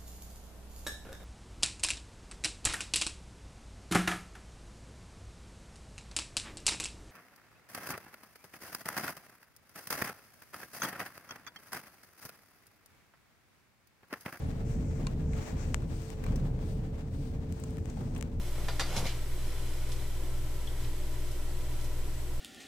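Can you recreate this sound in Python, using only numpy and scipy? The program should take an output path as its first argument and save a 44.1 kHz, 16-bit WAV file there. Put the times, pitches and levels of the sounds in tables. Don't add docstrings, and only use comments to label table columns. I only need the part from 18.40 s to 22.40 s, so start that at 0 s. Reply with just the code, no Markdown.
import sys
import numpy as np
from scipy import signal
from scipy.fft import rfft, irfft
from scipy.io import wavfile

SR = 44100
rng = np.random.default_rng(int(sys.argv[2]) if len(sys.argv) > 2 else 0)


def file_out(sig):
    cols = np.atleast_2d(sig).T
    lim = np.clip(cols, -1, 1)
    pcm = np.round(lim * 32767).astype(np.int16)
    wavfile.write(sys.argv[1], SR, pcm)


N = 176400
TIME = np.arange(N) / SR

# (frequency [Hz], side relative to mid [dB])
ROOM_SIDE = [(200, -13), (1200, -16.5), (2400, -10), (4400, -5), (8000, -1.5), (15000, -7)]


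def from_db(db):
    return 10 ** (np.asarray(db) / 20)


def rms_one(x):
    return x / np.sqrt(np.mean(x ** 2) + 1e-20)


def pan(db):
    return from_db([[db / 2], [-db / 2]])


def bins(x):
    return np.maximum(np.fft.rfftfreq(x.shape[-1], 1 / SR), 1)


def colour(x, points):
    hz, db = np.transpose(points)
    size = x.shape[-1]
    gain = from_db(np.interp(np.log(bins(x)), np.log(hz), db))
    cepstrum = irfft(np.log(gain), size)
    cepstrum[1:size // 2] *= 2
    cepstrum[size // 2 + 1:] = 0
    return irfft(rfft(x) * np.exp(rfft(cepstrum)), size)


def stereo_noise(width):
    mid, side = rng.standard_normal((2, N))
    return mid + colour(side, width) * [[1], [-1]]


def resonance(x, hz, width_hz):
    radius = np.exp(-np.pi * width_hz / SR)
    feedforward = np.array([1, 0, -1]) * (1 - radius ** 2) / 2
    feedback = [1, -2 * radius * np.cos(2 * np.pi * hz / SR), radius ** 2]
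    return signal.lfilter(feedforward, feedback, x + 1e-18)


def impulse(at):
    return 1. * (np.arange(N) == int(at * SR))


def swell(peak, rise, fall):
    return np.exp(-np.minimum(np.maximum((peak - TIME) / rise, (TIME - peak) / fall), 20))


def background():
    # (frequency [Hz], level [dB])
    tones = [(16.7, -32), (58.3, -40.5), (103, -58.5), (120, -46.5), (291, -63.5), (360, -58.5), (404, -67),
             (1339, -74), (7853, -75), (7882, -70), (14675, -105)]
    # (centre [Hz], resonator bandwidth [Hz], level [dB])
    bands = [(114.3, 18.5, -52.5), (302.4, 23.6, -59.5), (359.6, 38, -60), (408.6, 18, -65),
             (491, 29, -65.5), (600, 49, -62), (987, 80, -65), (1338, 18, -71.5), (1504, 10, -79.5),
             (1950, 180, -68), (3110, 140, -71.5), (7860, 110, -71)]
    # (frequency [Hz], relative level [dB])
    hiss_spectrum = [(12, 31), (30, 26.5), (60, 15.5), (140, 13.5), (220, 5), (500, 4.5), (800, 0.5),
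                     (1200, -3.5), (2000, -5), (4000, -8.5), (8000, -9.5), (15000, -11)]
    # (frequency [Hz], side relative to mid [dB])
    hiss_side = [(60, -9.5), (250, -9), (1000, -5.5), (2000, -2.5), (4000, -1.5), (8000, -1.5),
                 (15000, 0.5)]
    hum, whirs = 0, 0
    for hz, db in tones:
        hum += from_db(db) * np.sqrt(2) * np.sin(2 * np.pi * (hz * TIME + rng.random()))
    for hz, width, db in bands:
        band = resonance(rng.standard_normal(N), hz, width)
        whirs += from_db(db) * rms_one(resonance(band, hz, width))
    hiss = from_db(-41) * rms_one(colour(stereo_noise(hiss_side), hiss_spectrum))
    return (hum + whirs) * pan(db=1) + hiss * pan(db=-0.5)


def strands(slips_per_s=3500, spread_db=3.5):
    sizes = from_db(spread_db * np.minimum(rng.exponential(1, N), 5))
    signs = rng.choice([-1, 1], N)
    return sizes * signs * (rng.random(N) < slips_per_s / SR)


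def fingers():
    # (time [s], level [dB])
    envelope = [(0, -55.5), (.25, -53), (.75, -52.5), (.9, -57.5), (1.05, -52), (1.47, -53.5),
                (1.65, -55.5), (2.0, -60.5), (2.35, -57), (2.42, -52.5), (2.5, -57.5), (2.72, -57.5),
                (2.9, -54.5), (3.05, -59.5), (3.4, -55), (3.52, -59), (4, -63)]
    # (frequency [Hz], relative level [dB])
    hair_spectrum = [(300, 1.5), (1200, 2.5), (3200, 0.5), (5500, -4), (10000, -7), (15000, -10)]
    level = from_db(np.interp(TIME, *np.transpose(envelope)))
    return level * rms_one(colour(strands(), hair_spectrum))


def arm():
    # (peak time [s], level [dB], rise constant [s], fall constant [s])
    movements = [(.185, -44.5, 0.029, 0.16), (.58, -34, 0.053, 0.039), (.661, -35, 0.025, 0.013)]
    # (frequency [Hz], relative level [dB])
    rub_spectrum = [(50, -6), (110, 3), (160, 4), (215, -7), (280, -14.5), (500, -8), (800, -11.5),
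                    (1300, -20), (3000, -37)]
    level = sum(from_db(db) * swell(peak, rise, fall) for peak, db, rise, fall in movements)
    return level * rms_one(colour(stereo_noise(ROOM_SIDE), rub_spectrum))


def ticks():
    # (time [s], level [dB], centre [Hz], bandwidth [Hz])
    contacts = [(.245, -18.5, 2200, 1800), (1.518, -14, 4000, 4500), (2.272, -16.5, 3300, 180),
                (2.445, -20.5, 2690, 1200), (2.915, -19, 6000, 8000), (3.412, -18.5, 6000, 9000),
                (3.443, -19, 5000, 7000)]
    out = 0
    for at, db, hz, width in contacts:
        energy_gain = np.sqrt(SR / 2 / width) / 2
        out += from_db(db) * energy_gain * resonance(impulse(at), hz, width)
    return out


def hair_clip(snap_db=2, ring_db=-40):
    # (time [s], level [dB], contact low-pass [Hz], ring offset [dB])
    impacts = [(.284, -2, 1600, -5), (.289, -8.5, 2600, -5), (0.3959, 0, 6000, -2),
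               (.3995, -5.5, 5000, -12), (0.4067, -4.5, 7000, 7.5)]
    clip_modes = [(667, -13, .16), (790, 0.5, 0.069), (1247, -11, .16), (2030, -4, .17), (3570, -2, .2),
                  (3700, -7, 0.12), (3920, -8, 0.12), (4670, -4, 0.22), (4713, -1, 0.18), (4720, -2, 0.082)]
    # (frequency [Hz], gain [dB])
    snap_spectrum = [(100, -11), (300, -3), (700, 6.5), (1050, 0), (1500, 4), (2600, -1.5), (4200, 1),
                     (6500, -4), (10000, -9.5), (15000, -20)]
    snaps, rings = 0, 0
    for at, db, contact_hz, offset_db in impacts:
        pole = np.exp(-2 * np.pi * contact_hz / SR)
        pulse = signal.lfilter([1 - pole], [1, -pole], impulse(at) + 1e-18)
        snaps += from_db(db + snap_db) * pulse
        age = np.maximum(TIME - at, 0)
        for hz, mode_db, t60 in clip_modes:
            wave = np.sin(2 * np.pi * hz * age) * rng.choice([-1, 1])
            decay_db = 60 * np.minimum(age / t60, 3)
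            rings += wave * from_db(db + ring_db + offset_db + mode_db - decay_db)
    return room(colour(snaps, snap_spectrum)) + rings * pan(db=3)


def swishes():
    # (peak time [s], level [dB], rise constant [s], fall constant [s], centre [Hz], half-width [octaves])
    stroke_bands = [(.563, -33, .002, .015, 4400, 0.75), (.588, -39, .004, 0.0061, 3900, 1.7),
                    (0.559, -41.5, 0.087, 0.045, 1120, 1.4), (0.553, -50, .1, 0.088, 5800, 0.54),
                    (0.6646, -35.5, 0.013, 0.022, 2840, 0.85)]
    out = 0
    for peak, db, rise, fall, hz, octaves in stroke_bands:
        slips = strands()
        ratio = bins(slips) / hz
        band_pass = 1 / np.sqrt(1 + (np.log2(ratio) / octaves) ** 4)
        treble_tilt = 1 / np.sqrt(1 + ratio)
        friction = irfft(rfft(slips) * band_pass * treble_tilt, N)
        out += from_db(db) * rms_one(friction) * swell(peak, rise, fall)
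    return out


def room(x, early_t60_s=0.076, late_t60_s=0.47, late_db=-12.5, direct_db=-15, length_s=0.4):
    # (frequency [Hz], gain [dB])
    treble_loss = [(11000, -0.5), (15000, -4.5)]
    decay = from_db(-60 * TIME / early_t60_s) + from_db(late_db - 60 * TIME / late_t60_s)
    tail = colour(stereo_noise(ROOM_SIDE), treble_loss) * decay
    response = tail[:, :int(length_s * SR)] / np.sqrt(np.sum(tail ** 2) / 2)
    response[:, 0] += from_db(direct_db)
    return signal.fftconvolve(x[None], response, axes=1)[:, :N]


def scene():
    handling = hair_clip() + room(ticks() + swishes() + fingers()) + arm()
    return handling * pan(db=-1.2) + background()


def record(dry):
    cutoff_hz = 15050
    low_pass = signal.firwin(601, cutoff_hz, fs=SR, window="blackman")
    return signal.fftconvolve(dry, low_pass[None], "same", axes=1)


dry = scene()
out = record(dry)
file_out(out)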